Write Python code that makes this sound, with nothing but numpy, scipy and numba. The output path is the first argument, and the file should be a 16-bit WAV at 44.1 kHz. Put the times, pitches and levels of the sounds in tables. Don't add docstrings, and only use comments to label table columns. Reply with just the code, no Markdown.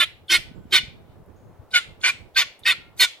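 import sys
import numpy as np
from scipy import signal
from scipy.fft import rfft, irfft, next_fast_len
from scipy.io import wavfile
from scipy.ndimage import uniform_filter1d, map_coordinates
from numba import njit

SR = 44100
rng = np.random.default_rng(int(sys.argv[2]) if len(sys.argv) > 2 else 0)


def voltage_ratio(level):
    return 10 ** (np.asarray(level, float) / 20)


def wrap_up_sound(samples):
    columns = np.atleast_2d(samples).T
    tamed = np.clip(columns, -1, 1)
    steps = np.round(tamed * 32767).astype(np.int16)
    wavfile.write(sys.argv[1], SR, steps)


N = 141120


@njit
def svf(x, hz, width):
    y = np.empty(len(x))
    b, l, g, k, last = 0., 0., 0., 0., 0.
    for i in range(len(x)):
        if hz[i] != last:
            last, g, k = hz[i], np.tan(np.pi * hz[i] / SR), width / hz[i]
        v = (b + g * (x[i] - l)) / (1 + g * (g + k))
        b, l, y[i] = 2 * v - b, l + 2 * g * v, k * v
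    return y


def fixed_svf(x, hz, width):
    return svf(x, np.full(len(x), 1. * hz), 1. * width)


def band(x, hz, width):
    centre = np.clip(hz * np.ones(len(x)), 10, SR * .45)
    return svf(x + 1e-18, centre, 1. * width) * np.sqrt(SR / np.pi / width)


def steep(x, hz, width):
    return svf(band(x, hz, width), hz * np.ones(len(x)), 4.37 * width)


def walk(rate):
    k = int(SR / rate)
    held = np.repeat(rng.standard_normal(N // k + 1), k)
    return 1.3 * uniform_filter1d(uniform_filter1d(held, k), k)[:N]


def burst(t, start_s, db, hz, width, decay_s):
    out = np.zeros(N)
    first = int(start_s * SR)
    n = int(min(3000 + 5 * decay_s * SR, N - start_s * SR))
    fade = np.exp(-np.arange(n) / SR / decay_s)
    x = band(rng.standard_normal(n) * fade, hz, width)
    for _ in range(2):
        x = fixed_svf(x, hz, 1.3 * width)
    out[first:first + n] = voltage_ratio(db) * x
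    return out


# start_s, length_s, level_db, syrinx_hz, roughness (0-1)
SQUAWKS = [
    (-.03, .07, -13.5, 701.9, 0.41),
    (0.296, .076, -12.5, 754.7, 0.46),
    (0.72, 0.067, -11, 767.4, .45),
    (1.735, 0.052, -12, 741, 0.11),
    (2.032, 0.069, -13, 746.7, 0.35),
    (2.358, .07, -11.5, 772.8, .4),
    (2.653, .074, -12.5, 761.6, .5),
    (2.994, 0.058, -9.5, 746.2, 0.43),
]
LEADS_S = [.007, .006, .006, .014, .012, .005, .008, .010]


def breath(t):
    calls = np.array(SQUAWKS)
    now = np.clip(np.searchsorted(calls[:, 0] - .03, t) - 1, 0, None)
    start, length, db, _, _ = calls[now].T
    done = (t - start) / length
    left = start + length - t
    swell_db = -7 * np.clip(1 - 3 * done, 0, 1)
    fade_db = -9 * np.clip(2 * done - 1, 0, 1) ** 2
    lead = voltage_ratio(-20) * np.exp(np.minimum(t - start, 0) / np.array(LEADS_S)[now])
    attack_s, release_s = 0.0045, .005
    effort = voltage_ratio(db + swell_db + fade_db) * np.clip((t - start) / attack_s, lead, 1)
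    effort = effort * np.exp(np.minimum(left, 0) / release_s)
    sag = 1 - .05 * np.exp(-np.maximum(left, 0) / .02)
    return now, effort, sag


@njit
def slaps(hz, rough, stretch, size):
    out, phase, k = np.zeros(len(hz) + 1), 0., 0
    for i in range(len(hz)):
        step = hz[i] * np.exp(rough[i] * stretch[k]) / SR
        phase += step
        if phase >= 1:
            phase, k = phase - 1, k + 1
            s = np.exp(rough[i] * size[k])
            out[i] += s * phase / step
            out[i + 1] += s * (1 - phase / step)
    return out[:-1]


def syrinx(now, effort, sag):
    hz, rough = np.array(SQUAWKS)[now, 3:].T
    chance = rng.standard_normal((N // 10, 2)).T
    pulses = slaps(hz * sag, rough, .8 * chance[0], 1.15 * chance[1])
    pulses = np.diff(pulses, prepend=0)
    pulses = 0.15 * pulses / np.sqrt(uniform_filter1d(pulses ** 2, 300) + 1e-4)
    drive = effort * fixed_svf(pulses, 2500, 6300) * 3
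    puff = effort * rng.standard_normal(N) * (0.91 + 8 * uniform_filter1d(np.abs(pulses), 24))
    return drive, puff


# mode_hz, width_hz, level_db
PIPE = [(672.6, 30, -12), (1017, 90, -9.5), (1178, 27, -6.5), (1520.6, 55, 2), (1886, 62, 0.5),
        (2188, 230, 4.5), (2556, 110, 1.5), (2810, 160, 1), (3080, 150, 2), (3390, 160, 0),
        (3699, 110, 3.5), (4328, 54, 2), (4880, 220, 1.5), (5350, 270, -5.5)]


def windpipe(drive, stretch, sag, beak_hz):
    out = 0
    for k, (hz, width, db) in enumerate(PIPE):
        beak_db = 4 * np.exp(-((hz - beak_hz) / 1510) ** 2)
        level = (-1) ** k * voltage_ratio(db + beak_db + 2.5 * walk(70))
        moving_hz = hz * stretch * sag * (1 + 0.011 * walk(60))
        out = out + level * band(drive, moving_hz, width) * 2000 / hz
    return out


def chest(effort, stretch, chest_db):
    hz = 356 * stretch * (1 + 0.021 * walk(50))
    tone = np.sin(2 * np.pi * np.cumsum(hz) / SR)
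    return voltage_ratio(-24.5 + chest_db + 4.0 * walk(60)) * uniform_filter1d(effort, 400) * tone


# centre_hz, width_hz, level_db
RASP = [(800, 1300, -30.5), (5800, 1300, -17.5), (6760, 600, -21.5), (7880, 700, -22), (8810, 900, -19.5),
        (11500, 1700, -20), (13000, 1800, -21)]
# above_7khz_db, above_10khz_db
SHEEN = [(-7, -2), (0, 0), (0, -1), (0, -5), (-1, -6), (-2, -2), (-1, -4), (2, 0)]


def air_rasp(t, now, puff, stretch, rasp_db):
    start = np.array(SQUAWKS)[now, 0]
    rise_s = 0.014
    puff = puff * np.where(t < start, 2.5, np.clip((t - start) / rise_s, .4, 1))
    mid_db, top_db = np.array(SHEEN)[now].T
    out = 0
    for hz, width, db in RASP:
        sheen_db = top_db if hz > 1e4 else mid_db * (hz > 7e3)
        level = voltage_ratio(db + rasp_db + sheen_db + 3.5 * walk(45))
        out = out + level * steep(puff, hz * stretch * (1 + .03 * walk(15)), width)
    return out


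# windpipe_stretch (ratio), chest_db, beak_hz, left_right_db, rasp_db
POSTURE = [(.95, -6.5, 3000, -3, -2), (1., 0, 3500, -1.5, 2), (1.01, -3.5, 3305, -1.5, -1.5),
           (.98, -12.5, 3600, -0.5, 0.5), (.99, -13, 2398, -0.5, 0), (0.999, -13.5, 3400, -.5, -2),
           (1., -15.5, 2900, -.5, -3), (1., -7, 4300, -1, 2)]


def bird(t):
    now, effort, sag = breath(t)
    stretch, chest_db, beak_hz, pan_db, rasp_db = np.array(POSTURE)[now].T
    drive, puff = syrinx(now, effort, sag)
    out = windpipe(drive, stretch, sag, beak_hz) + chest(effort, stretch, chest_db)
    out = out + voltage_ratio(-7.5) * steep(drive, 2000, 2200)
    return out + air_rasp(t, now, puff, stretch, rasp_db), pan_db


# start_s, length_s, start_hz, end_hz, level_db
LOCKS = [(-.01, .028, 3570, 3540, -15), (.027, .013, 3570, 3550, -18), (-.01, .05, 1480, 1300, -25),
         (.011, .034, 3000, 3130, -20), (.008, .016, 2050, 2080, -20), (.014, .028, 2480, 2420, -22),
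         (.005, .03, 1770, 1720, -26), (.298, .068, 1550, 1400, -24), (.322, .046, 2100, 2230, -16),
         (.296, .032, 3080, 3150, -20), (.318, .015, 3680, 3700, -17), (.338, .014, 3680, 3760, -17),
         (.312, .055, 4300, 4150, -23), (.724, .018, 3130, 3030, -16), (.746, .02, 3750, 3700, -16),
         (.732, .045, 4280, 4220, -25), (.778, .02, 3000, 2900, -20), (1.736, .046, 1490, 1430, -20),
         (1.758, .016, 2240, 2200, -16), (1.74, .018, 2400, 2350, -22), (1.738, .048, 3000, 2960, -24),
         (1.741, .035, 4150, 4050, -26), (2.037, .052, 1520, 1440, -24), (2.04, .068, 2330, 2430, -19),
         (2.068, .02, 3480, 3600, -22), (2.36, .018, 1560, 1540, -18), (2.376, .03, 3560, 3680, -17),
         (2.367, .024, 2450, 2600, -22), (2.372, .028, 1850, 1920, -23), (2.365, .045, 4650, 4250, -26),
         (2.655, .06, 1850, 1930, -23), (2.66, .045, 2580, 2600, -20), (2.67, .052, 3700, 3600, -20),
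         (2.722, .015, 1400, 1350, -33), (3.01, .04, 3780, 3680, -14), (2.998, .036, 4350, 4150, -16),
         (2.998, .065, 1530, 1460, -26), (3.018, .022, 1950, 1900, -18), (3.024, .028, 2250, 2330, -20),
         (2.998, .02, 2450, 2350, -24)]
OVERTONES_DB = [-25, -24]


def whistles(t):
    out, edge_s = np.zeros(N), 0.004
    drift = np.array([walk(90), walk(120)])
    for k, (start, length, hz, end_hz, db) in enumerate(LOCKS):
        a = slice(max(int((start - .02) * SR), 0), int((start + length + .03) * SR))
        fade_in = 1 / (1 + np.exp((start - t[a]) / edge_s * 2.5))
        fade_out = 1 / (1 + np.exp((t[a] - start - length) / edge_s))
        wobble, flutter = np.roll(drift, 3001 * k, axis=1)[:, a]
        glide_hz = np.interp(t[a], [start, start + length], [hz, end_hz])
        turn = 2 * np.pi * np.cumsum(glide_hz * (1 + .008 * wobble)) / SR
        tone = np.sin(turn)
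        for harmonic, overtone_db in enumerate(OVERTONES_DB, 2):
            if hz * harmonic < SR / 3:
                tone = tone + voltage_ratio(overtone_db) * np.sin(harmonic * turn)
        out[a] += fade_in * fade_out * voltage_ratio(db + 2.5 * flutter) * tone
    return out


# at_hz, left_lead_rad, left_right_db
PORTS = [(300, .4, 1.5), (1400, 0.72, -.5), (2600, 1.1, -1), (4910, 1.6, 0.5), (8530, 1.92, 2.5),
         (16300, 1.6, 2)]


def ports(x):
    n, table = next_fast_len(N + 4096), np.array(PORTS)
    f = np.arange(n // 2 + 1) * SR / n
    turn = np.interp(f, table[:, 0], table[:, 1])
    db = np.interp(f, table[:, 0], table[:, 2])
    turn = turn + 0.46 * np.sin(f / 70) * np.clip(f / 3000, 0, 1)
    half = voltage_ratio(db / 2) * np.exp(.5j * turn)
    return irfft(rfft(x, n) * np.array([half, 1 / half]), n)[:, :N]


def cab(x):
    t = np.arange(1500) / SR
    echo = np.diff(rng.standard_normal((2, len(t) + 1))) * np.exp(-t / .005) * (t > .001)
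    return voltage_ratio(-8) * signal.fftconvolve(x[None], echo / np.sqrt(np.sum(echo ** 2) / 2), axes=1)


# centre_hz, level_db, t60_s
YARD = [(1300, -35, 0.21), (2600, -26, 0.36), (4493, -28, 0.31), (7195, -20.5, 0.26), (12600, -24, 0.27)]


def yard(x):
    n = int(.7 * SR)
    t, tail = np.arange(n) / SR, 0
    rise = np.clip(t / 0.004, 0, 1) ** 2
    trees = np.exp(-((t - .36) / .05) ** 2)
    for hz, db, t60 in YARD:
        mid, side = (band(rng.standard_normal(n), hz, hz * .7) for _ in range(2))
        late = voltage_ratio(-43 - 5 * np.log2(hz / 2400) ** 2) * trees
        envelope = voltage_ratio(db) * (rise * voltage_ratio(-60 * t / t60) + late)
        tail = tail + envelope * (mid + side * np.array([[1], [-1]]))
    return signal.fftconvolve(x[None], tail / 30, axes=1)


def each_squawk(x, space):
    out = np.zeros((2, N + SR))
    for start, length, *_ in SQUAWKS:
        a, b = max(int((start - .05) * SR), 0), int((start + length + .08) * SR)
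        wet = space(x[a:b])
        out[:, a:a + wet.shape[1]] += wet
    return out[:, :N]


# at_s, gust_db
GUST = [(0, -59), (.1, -52.5), (.3, -56.5), (.4, -44.5), (.68, -47.5), (.86, -45.5), (1.0, -52),
        (1.24, -51.5), (1.4, -55), (1.6, -51.5), (1.9, -50.5), (2.3, -54), (2.55, -64), (2.8, -53),
        (3.2, -70.5)]
# centre_hz, width_hz, level_db
BUFFET = [(40, 75, -3), (90, 70, -1), (170, 190, -6), (310, 83, -18)]
# at_s, level_db, pitch_hz
THUMPS = [(0.517, -33.5, 200), (.61, -41.5, 170), (0.656, -34, 210), (.667, -36.5, 80), (0.884, -33.5, 110),
          (1.10, -40.5, 100.1), (1.205, -39.5, 100), (1.60, -35.5, 90), (1.41, -42, 190), (1.47, -45, 110),
          (1.225, -42, 130), (.84, -40, 60), (.37, -40, 80), (2.35, -46, 70)]


def wind(t):
    gust_db = np.interp(t, *np.array(GUST).T) - 1
    share = rng.uniform(.5, 1.5, (len(THUMPS), 2))
    both_db, out = 1.5 * walk(14), []
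    for side in range(2):
        lumps = voltage_ratio(gust_db + both_db + 4.5 * walk(45.13)) * rng.standard_normal(N)
        x = np.zeros(N)
        for hz, width, db in BUFFET:
            x += voltage_ratio(db) * fixed_svf(band(lumps, hz, width), hz, 1.97 * width)
        for (at, db, hz), k in zip(THUMPS, share[:, side]):
            a = slice(int((at - .03) * SR), int((at + .03) * SR))
            cycles = (t[a] - at) * hz
            x[a] += k * voltage_ratio(db) * np.exp(-(cycles / 0.85) ** 2 * 2) * np.cos(2 * np.pi * cycles + side)
        out.append(x)
    return np.array(out) * voltage_ratio(np.array([[-.7], [.7]]))


# at_hz, level_db (per Hz)
HUM = [(88, -31), (150, -13), (334, -12.5), (566, -2), (2500, -38), (2700, -30.5), (10200, -48),
       (13700, -44), (16000, -54.5)]


def hum():
    out, swell_db = 0, walk(0.98)
    f, db = np.array(HUM).T
    for hz in 200 * 2 ** np.arange(0, 6, .67):
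        mid, side = (fixed_svf(band(rng.standard_normal(N), hz, hz * 0.99), hz, hz * 0.83) for _ in range(2))
        level_db = np.interp(np.log(hz), np.log(f), db) + 10 * np.log10(hz / 1000)
        level_db = level_db + swell_db + 1.2 * walk(24)
        apart = min(.25 + hz / 5000, 1)
        out = out + voltage_ratio(-50 + level_db) * (mid + apart * side * np.array([[1], [-1]]))
    return out


# start_s, level_db, pitch_hz, partner_db
CLICKS = [
    (.282, -34, 3400, -8),
    (.709, -42, 3800, -8),
    (1.711, -38, 3800, -5),
    (2.012, -42, 3450, -1),
    (2.347, -36, 3600, -3),
    (2.634, -37, 3600, -12),
    (2.977, -44, 3750, -4),
]


def beak_clicks(t):
    out = np.zeros(N)
    for start, db, hz, partner_db in CLICKS:
        out += burst(t, start, db, hz, 600, .006)
        out += burst(t, start + .002, db + partner_db, hz + 800, 600, .006)
    return out


# start_s, level_db, pitch_hz, width_hz, decay_s
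HOLLOW = [
    (.42, -58, 1500, 60, .15),
    (2.79, -54, 1390, 70, .1),
    (.55, -72, 7400, 700, .12),
    (1.36, -72, 6600, 1200, .15),
]
# start_s, level_db, pitch_hz, width_hz, decay_s
TICKS = [
    (1.26, -60, 11500, 3930, .004),
    (2.550, -57, 13000, 3938, 0.0011),
    (2.592, -47.5, 10030, 9200, 0.0099),
]


def small_sounds(t):
    return sum(burst(t, *row) for row in [*TICKS, *HOLLOW])


def scene():
    t = np.arange(N) / SR
    rasping, pan_db = bird(t)
    rasping = rasping + beak_clicks(t)
    whistling = whistles(t)
    voice = rasping + whistling
    small = small_sounds(t)
    hiss = voltage_ratio(-75) * np.diff(rng.standard_normal((2, N + 1)))
    stirred = np.interp(t + .0002 * walk(200), t, voice - .6 * whistling)
    near = ports(voice) * voltage_ratio(np.array([pan_db, -pan_db]) / 2)
    sway_s = 2.5e-5 * walk(12)
    near[1] = map_coordinates(near[1], [(t + sway_s) * SR], mode="mirror")
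    glass = each_squawk(fixed_svf(voice, 4000, 12000), cab)
    return near + glass + each_squawk(stirred, yard) + small + wind(t) + hum() + hiss


def band_limit(x):
    return signal.sosfilt(signal.butter(12, 16680, fs=SR, output="sos"), x)


def record(dry):
    ceiling = .9
    rounded = ceiling * np.tanh(dry / ceiling)
    top_cut = signal.ellip(8, .2, 70, 16200, fs=SR, output="sos")
    return band_limit(signal.sosfilt(top_cut, rounded))


dry = scene()
out = record(dry)
wrap_up_sound(out)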